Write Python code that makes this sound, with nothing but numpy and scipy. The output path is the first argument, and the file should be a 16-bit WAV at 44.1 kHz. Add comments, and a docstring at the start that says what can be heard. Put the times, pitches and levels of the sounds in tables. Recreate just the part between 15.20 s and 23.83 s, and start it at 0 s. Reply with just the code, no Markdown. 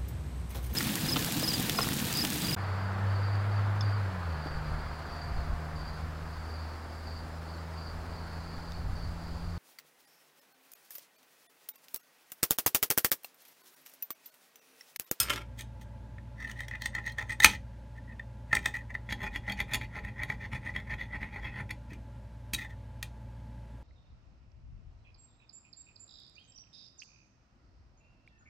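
"""A loose steel tool clatters first, as bursts of contact noise and free ringing tones.
Then a hand tool picks along the rim of a metal phone frame on a rubber mat: grains of noise ring the frame.
It breaks free with a loud snap and a short rattle, made of brief blows, then picks at the rim again.
Next it scrubs the flat plate to and fro, about nine strokes a second, and two clicks follow at the end.
Bench equipment hums throughout: steady tones over filtered noise. A small room answers the work."""
import sys
import numpy as np
from scipy import signal
from scipy.fft import rfft, irfft, next_fast_len
from scipy.io import wavfile
from scipy.ndimage import uniform_filter1d

SR = 44100
rng = np.random.default_rng(int(sys.argv[2]) if len(sys.argv) > 2 else 0)


def inscribe(sig):
    """Save sig as 16-bit PCM at rate SR to the path in sys.argv[1].

    A 1-D sig is mono; a 2-D sig holds one channel per row.
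    Samples are clipped to [-1, 1] before scaling.
    """
    pcm = np.round(np.clip(np.atleast_2d(sig).T, -1, 1) * 32767)
    wavfile.write(sys.argv[1], SR, pcm.astype(np.int16))


N = 380583  # length in samples


def gain_of(db):
    """Turns decibels into a gain."""
    return 10 ** (np.asarray(db) / 20)


def evened(x):
    """Scales a sound to an rms of 1."""
    return x / np.sqrt(np.mean(x ** 2) + 1e-20)


def read(points, hz):
    """Joins (Hz, value) points by straight lines over log frequency."""
    f, value = np.transpose(points)
    return np.interp(np.log(hz + 1), np.log(f), value)


def add(mix, s, sound):
    """Mixes a sound in at time s, cutting off what falls outside."""
    start = round(s * SR)
    sound = sound[max(-start, 0):]
    part = mix[max(start, 0):][:len(sound)]
    part += sound[:len(part)]


def drift(per_s, size):
    """Joins random values, per_s of them each second, by straight lines."""
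    at = np.arange(size) * per_s / SR
    return np.interp(at, np.arange(size // 8), rng.standard_normal(size // 8))


# Strokes to and fro. Each row: middle in seconds, level in dB before the layer's own level,
# length at half power in seconds, brightness in dB, extra low ring in dB,
# lean without unit (plus swells slowly and stops short, minus the reverse), favoured band in Hz.
STROKES = [(1.293, -43, 0.039, -2, -1, -0.0006, 9500), (1.412, -43, 0.06, -3, -11, 0.13, 8360),
           (1.537, -41, 0.042, -14, -4, 0.2, 2800), (1.652, -36.5, 0.033, 2.5, -13, 0.27, 3980),
           (1.768, -35.5, 0.044, -10, 4, 0.07, 7540), (1.881, -34, 0.038, -4, -11, 0.25, 4100),
           (2.003, -34, 0.036, -3.5, 8, -0.072, 6700), (2.113, -32, 0.032, -3, -2.5, 0.064, 8400),
           (2.348, -40.5, 0.032, 3, -5, 0, 6800), (3.921, -37.5, 0.029, 1.5, -2.5, 0.078, 7600),
           (4.053, -36.5, 0.044, -3, 6, 0.41, 7830), (4.154, -40.5, 0.032, -1, 0, 0.18, 7800),
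           (4.297, -36.5, 0.044, -4.5, 5, 0.32, 7800), (4.397, -38, 0.038, -2.5, 1.5, 0.09, 7900),
           (4.54, -37.5, 0.045, -1.5, 7, 0.37, 7400), (4.632, -43, 0.041, -3, -1, -0.096, 7350),
           (4.773, -42, 0.047, -6, 7, 0.45, 5930), (4.866, -46.5, .05, -6, 6, -0.18, 8500),
           (5.013, -40, 0.058, -10, 4.5, 0.32, 5800), (5.114, -42, 0.044, -3, 4.5, 0.046, 7360),
           (5.24, -42, 0.048, -7, 3, 0.27, 5940), (5.346, -39, 0.036, -3.5, 3.5, -0.06, 7100),
           (5.481, -38, .047, -7.5, 3.5, 0.32, 9030), (5.575, -41, .046, -5.5, 1.5, -0.17, 8100),
           (5.723, -37, 0.041, -6.5, 4.5, 0.51, 2310), (5.812, -41, 0.044, -5, 0, -0.26, 3800),
           (5.947, -38, 0.041, -12, 3.5, 0.33, 8200), (6.041, -42.5, 0.049, -8, 2.5, 0.017, 8800),
           (6.167, -42.5, 0.051, -10.5, 4.5, 0.47, 7900), (6.259, -40, 0.048, -10, -0.5, -0.25, 3400),
           (6.389, -40, 0.053, -8.5, 6, 0.42, 9400)]
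# Single rubs outside the rhythm. Each row: middle in seconds, level in dB before the layer's own level,
# length at half power in seconds, brightness in dB, favoured band in Hz.
RUBS = [(0.399, -46.5, 0.021, 14.5, 2000), (0.619, -59, 0.022, 14, 3030), (1.23, -38.5, 0.057, -5, 5750),
        (1.369, -48, .02, -5, 3550), (2.233, -24, 0.018, 7, 2700), (2.3, -41, .05, 7, 6400),
        (2.777, -50.5, 0.022, -4.5, 1890), (2.906, -51, 0.039, -16, 1900), (3.315, -36.5, 0.01, -9.5, 1844),
        (3.354, -34.5, 0.044, 2, 2600), (3.464, -41, 0.044, 2.5, 3600), (3.556, -36, 0.032, 2, 2400),
        (3.614, -48, 0.015, -6, 1900), (3.707, -41, 0.015, -11, 1970), (3.749, -40.5, 0.0088, 0, 1911),
        (6.509, -39, 0.016, -12.5, 1960), (6.724, -52.5, 0.039, 0, 2650), (7.385, -43, 0.015, -4, 2500),
        (7.41, -40.5, 0.039, 7.5, 3700), (7.424, -40.5, 0.019, -2, 2400), (7.455, -41, 0.012, -8, 3500),
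        (7.508, -51, 0.017, 0, 3500), (7.526, -54, 0.013, -4.5, 2600)]


def all_strokes():
    """Lists all rubbing as stroke rows: a single rub is even and has no extra low ring."""
    return even_strokes(RUBS) + STROKES


def even_strokes(rubs):
    """Gives rubs the form of stroke rows, with no low ring and no lean."""
    return [(s, db, length, bright_db, 0, 0, hz) for s, db, length, bright_db, hz in rubs]


PLATE_FROM, PLATE_TO = 3.83, 7.0  # seconds between which the plate is worked


def on_plate(rows):
    """Picks the rows that fall in the time on the plate."""
    return [row for row in rows if PLATE_FROM <= row[0] < PLATE_TO]


def on_rim(rows):
    """Picks the rows outside the time on the plate."""
    return [row for row in rows if not PLATE_FROM <= row[0] < PLATE_TO]


# Resonances of the frame. Each row: pitch in Hz, width at half the lift in Hz,
# lift in dB when worked at the rim, lift in dB when worked on the plate, lift in dB when knocked.
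FRAME_MODES = [(612, 27, 8, 6, 0), (843, 93, 16, 17, 13), (1020, 120, 8.5, 10.5, 6.5),
               (1325, 150, 8.5, 5.5, 6), (1524, 330, 4, 12, 1.5), (1791, 178, 17, 11, 9),
               (1886, 207, 14.5, 15, 5.5), (2046, 170, 18, 14, 4), (2424, 260, 4.5, 6.5, 5),
               (2550, 180, 4.5, 3, 5.5), (3150, 140, 7.5, 3, 8), (3351, 180, 4, 15, 4.5),
               (3603, 310, 8.5, 9.5, 2.5), (4180, 620, 3.5, 4.5, 4), (4490, 140, 1.5, 13, 6),
               (5260, 210, 2, 7, 2.5), (5750, 260, 8.5, -0.5, 6), (6300, 350, 7, 5, 10),
               (6700, 710, 8, 7.5, 2), (7677, 610, 5, -3.5, 4.5), (8284, 590, 9, 1, 2.5),
               (8793, 510, 8.5, 6, 8.5), (9530, 630, 7, 8, 3), (11200, 180, 0, 15, -1),
               (11700, 870, 6, 3, 0.5), (12300, 410, 3, 9, 1.5), (13700, 330, 2.5, 12, 2),
               (14910, 610, 7, 7, 2.5)]
# Broad colour under the resonances, for each kind of contact. 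Each row: pitch in Hz, relative level in dB.
RIM_COLOUR = [(40, -13), (110, -1), (220, -9.5), (300, -15.5), (720, -18), (1650, -15), (2250, -10.5),
              (2900, -16.5), (4800, -20.5), (8000, -30.5), (12000, -32), (15500, -31)]
PLATE_COLOUR = [(35, 5), (55, 17), (110, 8.5), (210, 5), (300, -8), (720, -13.5), (1650, -18.5),
                (2250, -0.5), (2900, -16), (4800, -23), (8000, -29.5), (12000, -33), (15500, -35)]
KNOCK_COLOUR = [(60, -22), (330, -18.5), (480, -19.5), (720, -19), (1650, -7.5), (2250, -1), (2900, -7),
                (4800, -11), (8000, -15), (12000, -13.5), (15500, -19)]


def frame_contacts():
    """One frame rings differently at the rim, on the plate and when knocked: (colour, modes) for each."""
    hz, width, *lifts = np.transpose(FRAME_MODES)
    colours = [RIM_COLOUR, PLATE_COLOUR, KNOCK_COLOUR]
    return [(colour, list(zip(hz, width, lift))) for colour, lift in zip(colours, lifts)]


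def scrubbing(rows, contact, grains_per_s, spread_db, judder_db, smooth, level_db):
    """Each stroke swells and fades; tiny stick-slip grains bunch into a judder, as the ring changes."""
    out, t = np.zeros(N), np.arange(-SR // 10, SR // 10) / SR
    colour, modes = contact
    for s, db, length, bright_db, weight_db, lean, favoured_hz in rows:
        travel = 2 * t / max(length, .008)
        steepness = 6 * (1 + np.clip(lean, -.7, .7) * np.sign(t))
        speed = signal.windows.tukey(len(t), .5) / np.sqrt(1 + abs(travel) ** steepness)
        strength_db = spread_db * np.minimum(rng.exponential(1, len(t)), 2)
        slips = (rng.random(len(t)) < grains_per_s / SR) * gain_of(strength_db)
        grain = evened(slips * rng.choice([-1, 1], len(t)))
        grain = grain + smooth * rng.standard_normal(len(t))
        # a fast judder, and a slower lurch of 2 dB
        judder = gain_of(judder_db * np.clip(drift(170, len(t)), -2, 2) + 2 * drift(60, len(t)))
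        force = gain_of(db + level_db) * evened(grain * speed * judder) * np.sqrt(np.mean(speed ** 2))
        # the ring fades over from one spot to the next along the stroke
        for nearness in np.eye(2):
            share = np.interp(travel, [-1, 1], nearness)
            spot = at_spot(modes, [favoured_hz], wander_db=1.5)
            add(out, s + t[0], ring(share * force, body(colour, spot, bright_db, weight_db)))
    return out


SCRATCH_LOW_HZ, SCRATCH_HIGH_HZ = 2700, 6600  # pitch range of single scratches and rattle blows
SCRATCH_WIDTH = 0.14  # half width of a scratch's band, as a share of its pitch
SCRATCH_S, SCRATCH_REACH = .0022, 0.66  # fading time in s, and scatter to either side in stroke lengths
SCRATCH_RANGE_DB, SCRATCH_FALL_DB = 10, 8.5  # spread of strength, and loss at the top pitch


def scratch_pitch(height):
    """Turns a height from 0 to 1 into a pitch in Hz, in even musical steps."""
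    return SCRATCH_LOW_HZ * (SCRATCH_HIGH_HZ / SCRATCH_LOW_HZ) ** height


def scratches(rows, level_db, count=18):
    """The tip crosses small burrs within each stroke: brief noise bursts, each with its own pitch."""
    out, t = np.zeros(N), np.arange(-SR // 100, SR // 50) / SR
    hz = np.fft.rfftfreq(len(t), 1 / SR)
    for s, db, length, bright_db, *_ in rows:
        for where, pitch, size in rng.random((count, 3)):
            centre = scratch_pitch(pitch)
            band = 1 / (1 + ((hz - centre) / (SCRATCH_WIDTH * centre)) ** 2)
            noise = evened(irfft(band * rfft(rng.standard_normal(len(t))), len(t)))
            burst = noise * np.exp(-abs(t) / SCRATCH_S)
            # a brighter stroke makes stronger scratches
            strength_db = db + level_db + bright_db - SCRATCH_RANGE_DB * size - SCRATCH_FALL_DB * pitch
            offset_s = (2 * where - 1) * SCRATCH_REACH * length
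            add(out, s + offset_s + t[0], gain_of(strength_db) * burst)
    return out


# The tip catches hard on a ridge and slips off. Each row: time in seconds,
# level in dB before the layer's own level, brightness in dB, favoured band in Hz.
CATCHES = [(0.983, -48, -21, 3500), (1.226, -41.5, -5, 5900), (1.297, -39, 0, 6500),
           (1.314, -44, 10.5, 5700), (1.405, -34, 3, 8200), (1.483, -42.5, 6.5, 5700),
           (1.511, -35.5, -8, 4100), (1.536, -42, -16, 2800), (1.555, -41, -4.5, 5900),
           (1.62, -34.5, 8.5, 4200), (1.658, -27.5, 5.5, 8200), (1.7505, -29, -0.5, 7450),
           (1.863, -39.5, 7, 5770), (1.877, -38, -6, 4100), (1.921, -57.5, 10, 4060),
           (1.984, -33, -4, 5660), (1.994, -30, -6, 6650), (2.024, -39, -6, 6700), (2.202, -22, 3.5, 6700),
           (2.222, -30, 7, 4200), (2.236, -29.5, 17, 6800), (2.334, -34.5, -8, 2996),
           (2.995, -35.5, -12, 3500), (3.3295, -17, -8, 1402), (3.351, -25.5, 9.5, 8400),
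           (3.368, -22.5, -6.5, 2516), (3.39, -40, 3, 2500), (3.4585, -22, 3.5, 8050),
           (3.541, -35.5, -10, 9300), (3.552, -35, -3, 2370), (3.7505, -29, -17, 4470),
           (3.89, -35, -12.5, 2400), (3.924, -27, 1, 5200), (4.076, -38, -16, 2340),
           (4.159, -26.5, -0.5, 3360), (4.297, -28, 2, 3380), (4.321, -33, 10, 7300),
           (4.402, -22.5, 4, 3330), (4.535, -28, 15.5, 7100), (4.544, -25, 13.5, 7240),
           (4.554, -32, 20.5, 7240), (4.613, -33, -8, 3400), (4.787, -35.5, -12.5, 5800),
           (4.848, -34, -4, 8500), (4.885, -40, -6, 3400), (5.017, -32, -21, 2410), (5.033, -27.5, 4, 9600),
           (5.0995, -23.5, -9.5, 2380), (5.354, -35.5, -10, 2400), (5.562, -25.5, -6, 3510),
           (5.738, -36.5, 1.5, 2330), (5.812, -32.5, -8, 3820), (6.03, -31, -16, 2400),
           (6.493, -43.5, -1, 3400), (6.507, -33, 10, 8900), (6.512, -45, 3, 3400)]


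def catches(rim, plate):
    """The tip grips a ridge and slips off: short blows; weaker catches ring the resonances less."""
    out = blows(on_rim(CATCHES), rim, rise_s=0.0011, chatter_s=0.0014, level_db=-3.0,
                lag_s=0.00098, freedom_per_db=0.03)
    out += blows(on_plate(CATCHES), plate, rise_s=0.00095, chatter_s=0.0021, level_db=-6.5,
                 lag_s=0.000975, freedom_per_db=0.04)
    return out


# Hard knocks on the frame, with the snap and the end clicks. Each row: time in seconds,
# level in dB before the layer's own level, brightness in dB, favoured band in Hz.
KNOCKS = [(0.397, -51.5, 1, 4030), (0.408, -50.5, 6, 3760), (0.419, -57, 6, 3420), (2.245, -10, -2, 1300),
          (2.2595, -24, -3.5, 2915), (6.733, -54, -8.5, 6156), (7.332, -44.5, -3, 1900),
          (7.3348, -35.5, 8, 2450), (7.3375, -44.5, 6, 3480), (7.3415, -45, 6, 4500),
          (7.346, -40, 7.5, 3900), (7.8275, -38.5, 2, 3820), (7.832, -53.5, 1, 2100)]


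def knocks(contact):
    """Hard contacts start abruptly and ring the whole frame."""
    return blows(KNOCKS, contact, rise_s=0.0002, chatter_s=0.0028, level_db=-0.5, lag_s=0.00042)


RATTLE_FROM, RATTLE_S = 2.252, .11  # start and length in seconds
RATTLE_DB, RATTLE_FADE_DB_PER_S = -30, 261  # first level before the layer's own level, and its fall
RATTLE_RANGE_DB, RATTLE_BRIGHT_DB = 8.5, -4.5  # spread of strength, and brightness


def rattle(contact, count=24):
    """After the snap the frame rattles ever more weakly: a run of unevenly spaced blows."""
    when, weakness, height = rng.random((count, 3)).T
    after_s = (np.arange(count) + when) / count * RATTLE_S
    level_db = RATTLE_DB - RATTLE_FADE_DB_PER_S * after_s - RATTLE_RANGE_DB * weakness
    rows = [(RATTLE_FROM + s, db, RATTLE_BRIGHT_DB, hz)
            for s, db, hz in zip(after_s, level_db, scratch_pitch(height))]
    return blows(rows, contact, rise_s=0.00066, chatter_s=0.0014, level_db=-2, wander_db=2.5)


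FULL_RING_DB = -38  # row level from which a catch rings the resonances in full


def blows(rows, contact, rise_s, chatter_s, level_db, lag_s=.001, wander_db=0.6, freedom_per_db=0):
    """Each blow is a burst of chatter at the contact: it builds up fast and dies within milliseconds."""
    out, t = np.zeros(N), np.arange(-SR // 100, SR // 40) / SR
    too_brief_for_bass = signal.butter(2, 190, "high", fs=SR, output="sos")
    colour, modes = contact
    for s, db, bright_db, *favoured_hz in rows:
        envelope = np.exp(-np.maximum(t / chatter_s, -t / rise_s))
        force = rng.choice([-1, 1], len(t)) * envelope
        force = signal.sosfilt(too_brief_for_bass, whitened(force))
        force *= np.sqrt(SR / 100 / np.sum(force ** 2))  # the energy of 10 ms at rms 1
        freedom = np.clip(1 + freedom_per_db * (db - FULL_RING_DB), 0, 1)
        free_modes = [(hz, width, lift * freedom) for hz, width, lift in modes]
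        spot = at_spot(free_modes, favoured_hz, wander_db)
        add(out, s + lag_s + t[0], ring(gain_of(db + level_db) * force, body(colour, spot, bright_db)))
    return out


def whitened(force, size=17):
    """Evens out the broad spectrum of a short force, so that the struck body alone sets the colour."""
    z = rfft(force)
    power = uniform_filter1d(abs(z) ** 2, size)
    return irfft(z / np.sqrt(abs(power) + 1e-12), len(force))


RIPPLE_LOW_HZ, RIPPLE_HIGH_HZ = 2284, 13130  # range of the random narrow peaks and dips
RIPPLE_WIDTH_HZ, RIPPLE_DB = 190, 7  # their width, and their lift or dip
FAVOUR_DB, FAVOUR_WIDTH = 5.5, 0.15  # lift of the favoured band, and its width as a share of its pitch


def at_spot(modes, favoured_hz, wander_db, detune=0.0098, count=14):
    """Each spot shifts the modes and may favour a band; random narrow peaks and dips roughen the treble."""
    chance = rng.standard_normal((len(modes), 2))
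    shifted = [(hz * (1 + detune * a), width, lift + wander_db * b)
               for (hz, width, lift), (a, b) in zip(modes, chance)]
    ripple_hz = RIPPLE_LOW_HZ * (RIPPLE_HIGH_HZ / RIPPLE_LOW_HZ) ** rng.random(count)
    # peaks and dips take turns
    ripples = [(hz, RIPPLE_WIDTH_HZ, RIPPLE_DB * (-1) ** k) for k, hz in enumerate(ripple_hz)]
    return shifted + ripples + [(hz, hz * FAVOUR_WIDTH, FAVOUR_DB) for hz in favoured_hz]


def body(colour, modes, bright_db=0, weight_db=0, size=2048):
    """A broad colour lifted by resonances, as a causal impulse response."""
    hz = np.fft.rfftfreq(size, 1 / SR)
    db = read(colour, hz)
    db = db + sum(lift * 2 ** -(2 * (hz - f) / width) ** 2 for f, width, lift in modes)
    # brightness acts on the treble, weight on the low ring
    db = db + bright_db * read([(2200, 0.043), (3500, 0.7), (6000, 0.93), (14000, 1.15)], hz)
    db = db + weight_db * read([(200, .3), (700, 1.0), (1450, 0.92), (1800, 0.003)], hz)
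    # folding the cepstrum forward gives minimum phase: nothing sounds before the tap
    cepstrum = irfft(np.log(gain_of(db)))
    cepstrum[1:size // 2] *= 2
    cepstrum[size // 2 + 1:] = 0
    return irfft(np.exp(rfft(cepstrum)))


def ring(force, response):
    """A force rings a body; the band from 1500 to 3000 Hz is scaled to keep the energy of the force."""
    size = next_fast_len(len(force) + len(response), True)
    hz = np.fft.rfftfreq(size, 1 / SR)
    z = rfft(force, size) * rfft(response, size)
    main = (hz > 1500) & (hz < 3000)
    main_energy = 2 * np.sum(abs(z[main]) ** 2)
    return irfft(z, size) * np.sqrt(np.sum(force ** 2) * size / main_energy)


# The frame is pushed into the mat. Each row: time in seconds, level in dB before the mode levels.
THUDS = [(0.406, -47.5), (2.249, -25.5), (3.332, -34), (6.72, -39), (7.335, -36.5)]
# The frame rocking on the rubber. Each row: pitch in Hz, relative level in dB, time to fall 60 dB in seconds.
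MAT_MODES = [(76, -4, 0.21), (131, 1, 0.017), (187, -3, 0.066), (262, -11, 0.048), (307, -11, 0.038)]


def thuds():
    """The frame bounces on the rubber: a few damped low tones."""
    out, t = np.zeros(N), np.arange(SR // 6) / SR
    swing = sum(gain_of(db - 60 * t / t60) * np.sin(2 * np.pi * hz * t) for hz, db, t60 in MAT_MODES)
    for s, db in THUDS:
        add(out, s, gain_of(db) * swing)
    return out


# The loose steel tool drops and bounces. Each row: time in seconds, level in dB before the layer's
# own level, brightness in dB, level of the free ring in dB before the mode shares.
CLATTER = [(0.001, -43, 27.5, -29), (0.012, -47.5, 13, -53), (0.03, -48.5, 20, -40), (0.061, -56, -4, -62),
           (0.085, -45, -5, -62), (0.097, -37, 2, -55), (0.102, -33.5, 2, -50), (0.127, -46, -1, -54),
           (0.134, -42.5, 1.5, -57), (0.159, -45, 3, -66)]
# The tool skids during and after the bounces. 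Each row: middle in seconds,
# level in dB before the layer's own level, length at half power in seconds, brightness in dB,
# favoured band in Hz.
SKIDS = [(0.03, -44.5, 0.08, -6, 9200), (0.112, -39, .02, -4.5, 1090), (0.155, -46.5, 0.056, -5, 3180),
         (0.205, -53, 0.043, -5.5, 2320)]
# Resonances of the tool. Each row: pitch in Hz, width at half the lift in Hz, lift in dB,
# share of the free ring in dB.
STEEL_MODES = [(583, 20, 12.5, -17.5), (1370, 96, 9, -13.5), (1770, 200, 3.5, -26), (2140, 114, 6, -29.5),
               (2570, 190, 3, -14), (3120, 690, 3, -35.5), (5140, 180, 6.5, -0.5), (8700, 440, 4.5, -1.5),
               (11480, 600, 5.5, 2), (13100, 300, 10, -3.5), (13800, 250, 4.5, -2.5), (15370, 450, 4, -6)]
# Broad colour of the tool. Each row: pitch in Hz, relative level in dB.
STEEL_COLOUR = [(80, -9.5), (350, -0.5), (750, -8), (1200, 3.5), (2800, 0.5), (4300, -6.5), (7000, -10),
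                (10000, -14), (15500, -21.5)]
STEEL_T60_S, STEEL_WANDER_DB = 0.13, 2.5  # free ring: time to fall 60 dB, spread of each mode per bounce


def steel_tool():
    """The steel tool bounces, rings freely as fading tones after each bounce, and skids."""
    contact = STEEL_COLOUR, [mode[:3] for mode in STEEL_MODES]
    out = blows([row[:3] for row in CLATTER], contact, rise_s=0.00037, chatter_s=0.0043,
                level_db=2.0, lag_s=0.00028, wander_db=1.5)
    out += scrubbing(even_strokes(SKIDS), contact, grains_per_s=500, spread_db=3.5,
                     judder_db=4.0, smooth=0.306, level_db=-1.0)
    t = np.arange(SR // 3) / SR
    for s, _, _, ring_db in CLATTER:
        partials = np.zeros(len(t))
        for hz, _, _, share_db in STEEL_MODES:
            gain = gain_of(share_db + STEEL_WANDER_DB * rng.standard_normal())
            partials += gain * np.sin(2 * np.pi * (hz * t + rng.random()))
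        add(out, s, partials * gain_of(ring_db - 60 * t / STEEL_T60_S))
    return out


# First echoes off the bench and the stand above it. Each row: delay in seconds, gain without unit.
ECHOES = [(.0031, .16), (.0053, -0.064), (.0079, .11), (0.0116, .09)]


def echoes(x):
    """Nearby surfaces return a few delayed copies, added to the sound itself."""
    out = x.copy()
    for delay_s, gain in ECHOES:
        add(out, delay_s, gain * x)
    return out


# How long the room rings. Each row: pitch in Hz, time to fall 60 dB in seconds.
ROOM_T60 = [(100, 0.5), (500, 0.22), (2000, 0.15), (6000, 0.18), (15000, 0.068)]
# What the room sends back. Each row: pitch in Hz, level in dB.
ROOM_COLOUR = [(100, -11), (400, -5.5), (1000, -10.5), (1900, -20), (2600, -12), (3300, -12.5),
               (4500, -16.5), (8000, -13), (15000, -12)]


def room(x, gap_s):
    """A small room: dense reflections as noise, each band dying at its own speed."""
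    hz, t, z = signal.stft(rng.standard_normal(SR // 2), SR, nperseg=256)
    fading = z * gain_of(-60 * t / read(ROOM_T60, hz)[:, None])
    tail = signal.istft(fading, SR, nperseg=256)[1]
    # the reflections set in between half the gap and one and a half gaps
    tail *= np.clip(np.arange(len(tail)) / SR / gap_s - .5, 0, 1)
    response = signal.fftconvolve(tail / np.linalg.norm(tail), body(ROOM_COLOUR, []))
    return signal.fftconvolve(x, response)[:N]


# Hum tones of the bench equipment. Each row: pitch in Hz, rms level in dB before its slight wavering.
HUM = [(57.8, -48), (115.6, -51.5), (209.4, -66), (864.5, -67.5)]
# Resonances of the fan housing. Each row: pitch in Hz, width at half the lift in Hz, lift in dB.
FAN_MODES = [(235, 90, 7), (533.7, 45, 10), (583.8, 50, 12), (665, 53, 7), (838, 22, 4), (885, 94, 11),
             (968, 39, 10), (1001.4, 22, 10.98), (1150, 45, 3.6), (1390, 55, 7), (1625, 150, 8),
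             (1950, 41, 4)]
# Broad colour of the background noise as heard, with a dull top. Each row: pitch in Hz, relative level in dB.
NOISE_COLOUR = [(25, -42.5), (45, -13), (65, -8), (95, 4), (130, -3), (165, -10), (250, -15), (400, -23),
                (750, -26.5), (1150, -31), (2000, -32.5), (4000, -39.5), (12500, -52), (15000, -66.5)]
NOISE_DB = -50.5  # rms level of the background noise


def bench():
    """A fan: hum tones that waver in level and phase, over steady noise with the housing's resonances."""
    colouring = body(NOISE_COLOUR, FAN_MODES, size=8192)
    white = rng.standard_normal(N + len(colouring) - 1)
    noise = evened(signal.fftconvolve(white, colouring, "valid"))
    t, hum = np.arange(N) / SR, np.zeros(N)
    for hz, db in HUM:
        phase = 2 * np.pi * (hz * t + rng.random()) + .12 * drift(4.7, N)
        hum += gain_of(db + 0.42 * drift(4.2, N)) * np.sin(phase)
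    return gain_of(NOISE_DB) * noise + np.sqrt(2) * hum  # root 2 makes the hum levels rms levels


def scene():
    """Work at the rim and on the plate, knocks and clatter, the room and the bench, alike on both sides."""
    rim, plate, knock = frame_contacts()
    passes = all_strokes()
    work = scrubbing(on_rim(passes), rim, grains_per_s=960, spread_db=4, judder_db=4.5,
                     smooth=0.3, level_db=-2.5)
    work += scrubbing(on_plate(passes), plate, grains_per_s=1300, spread_db=5.0, judder_db=2.5,
                      smooth=0.49, level_db=-1.33)
    work += scratches(on_rim(STROKES), level_db=-11.0)
    work += scratches(on_plate(passes), level_db=-10.5)
    work += catches(rim, plate)
    work += knocks(knock) + rattle(knock)
    work += thuds() + steel_tool()
    mono = echoes(work) + room(work, gap_s=0.0082) + bench()
    return np.array([mono, mono])


EDGE_HZ = 16050  # upper band limit


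def record(dry, low_cut_hz=35):
    """The microphone sheds the lowest bass, the input clips what is too loud, then the top is cut off."""
    low_cut = signal.butter(8, low_cut_hz, "high", fs=SR, output="sos")
    picked_up = signal.sosfilt(low_cut, dry)
    clipped = np.clip(picked_up, -.88, .88)
    band_limit = signal.firwin(401, EDGE_HZ, window=("kaiser", 8), fs=SR)
    return signal.oaconvolve(clipped, band_limit[None], "same")


dry = scene()
out = record(dry)
inscribe(out)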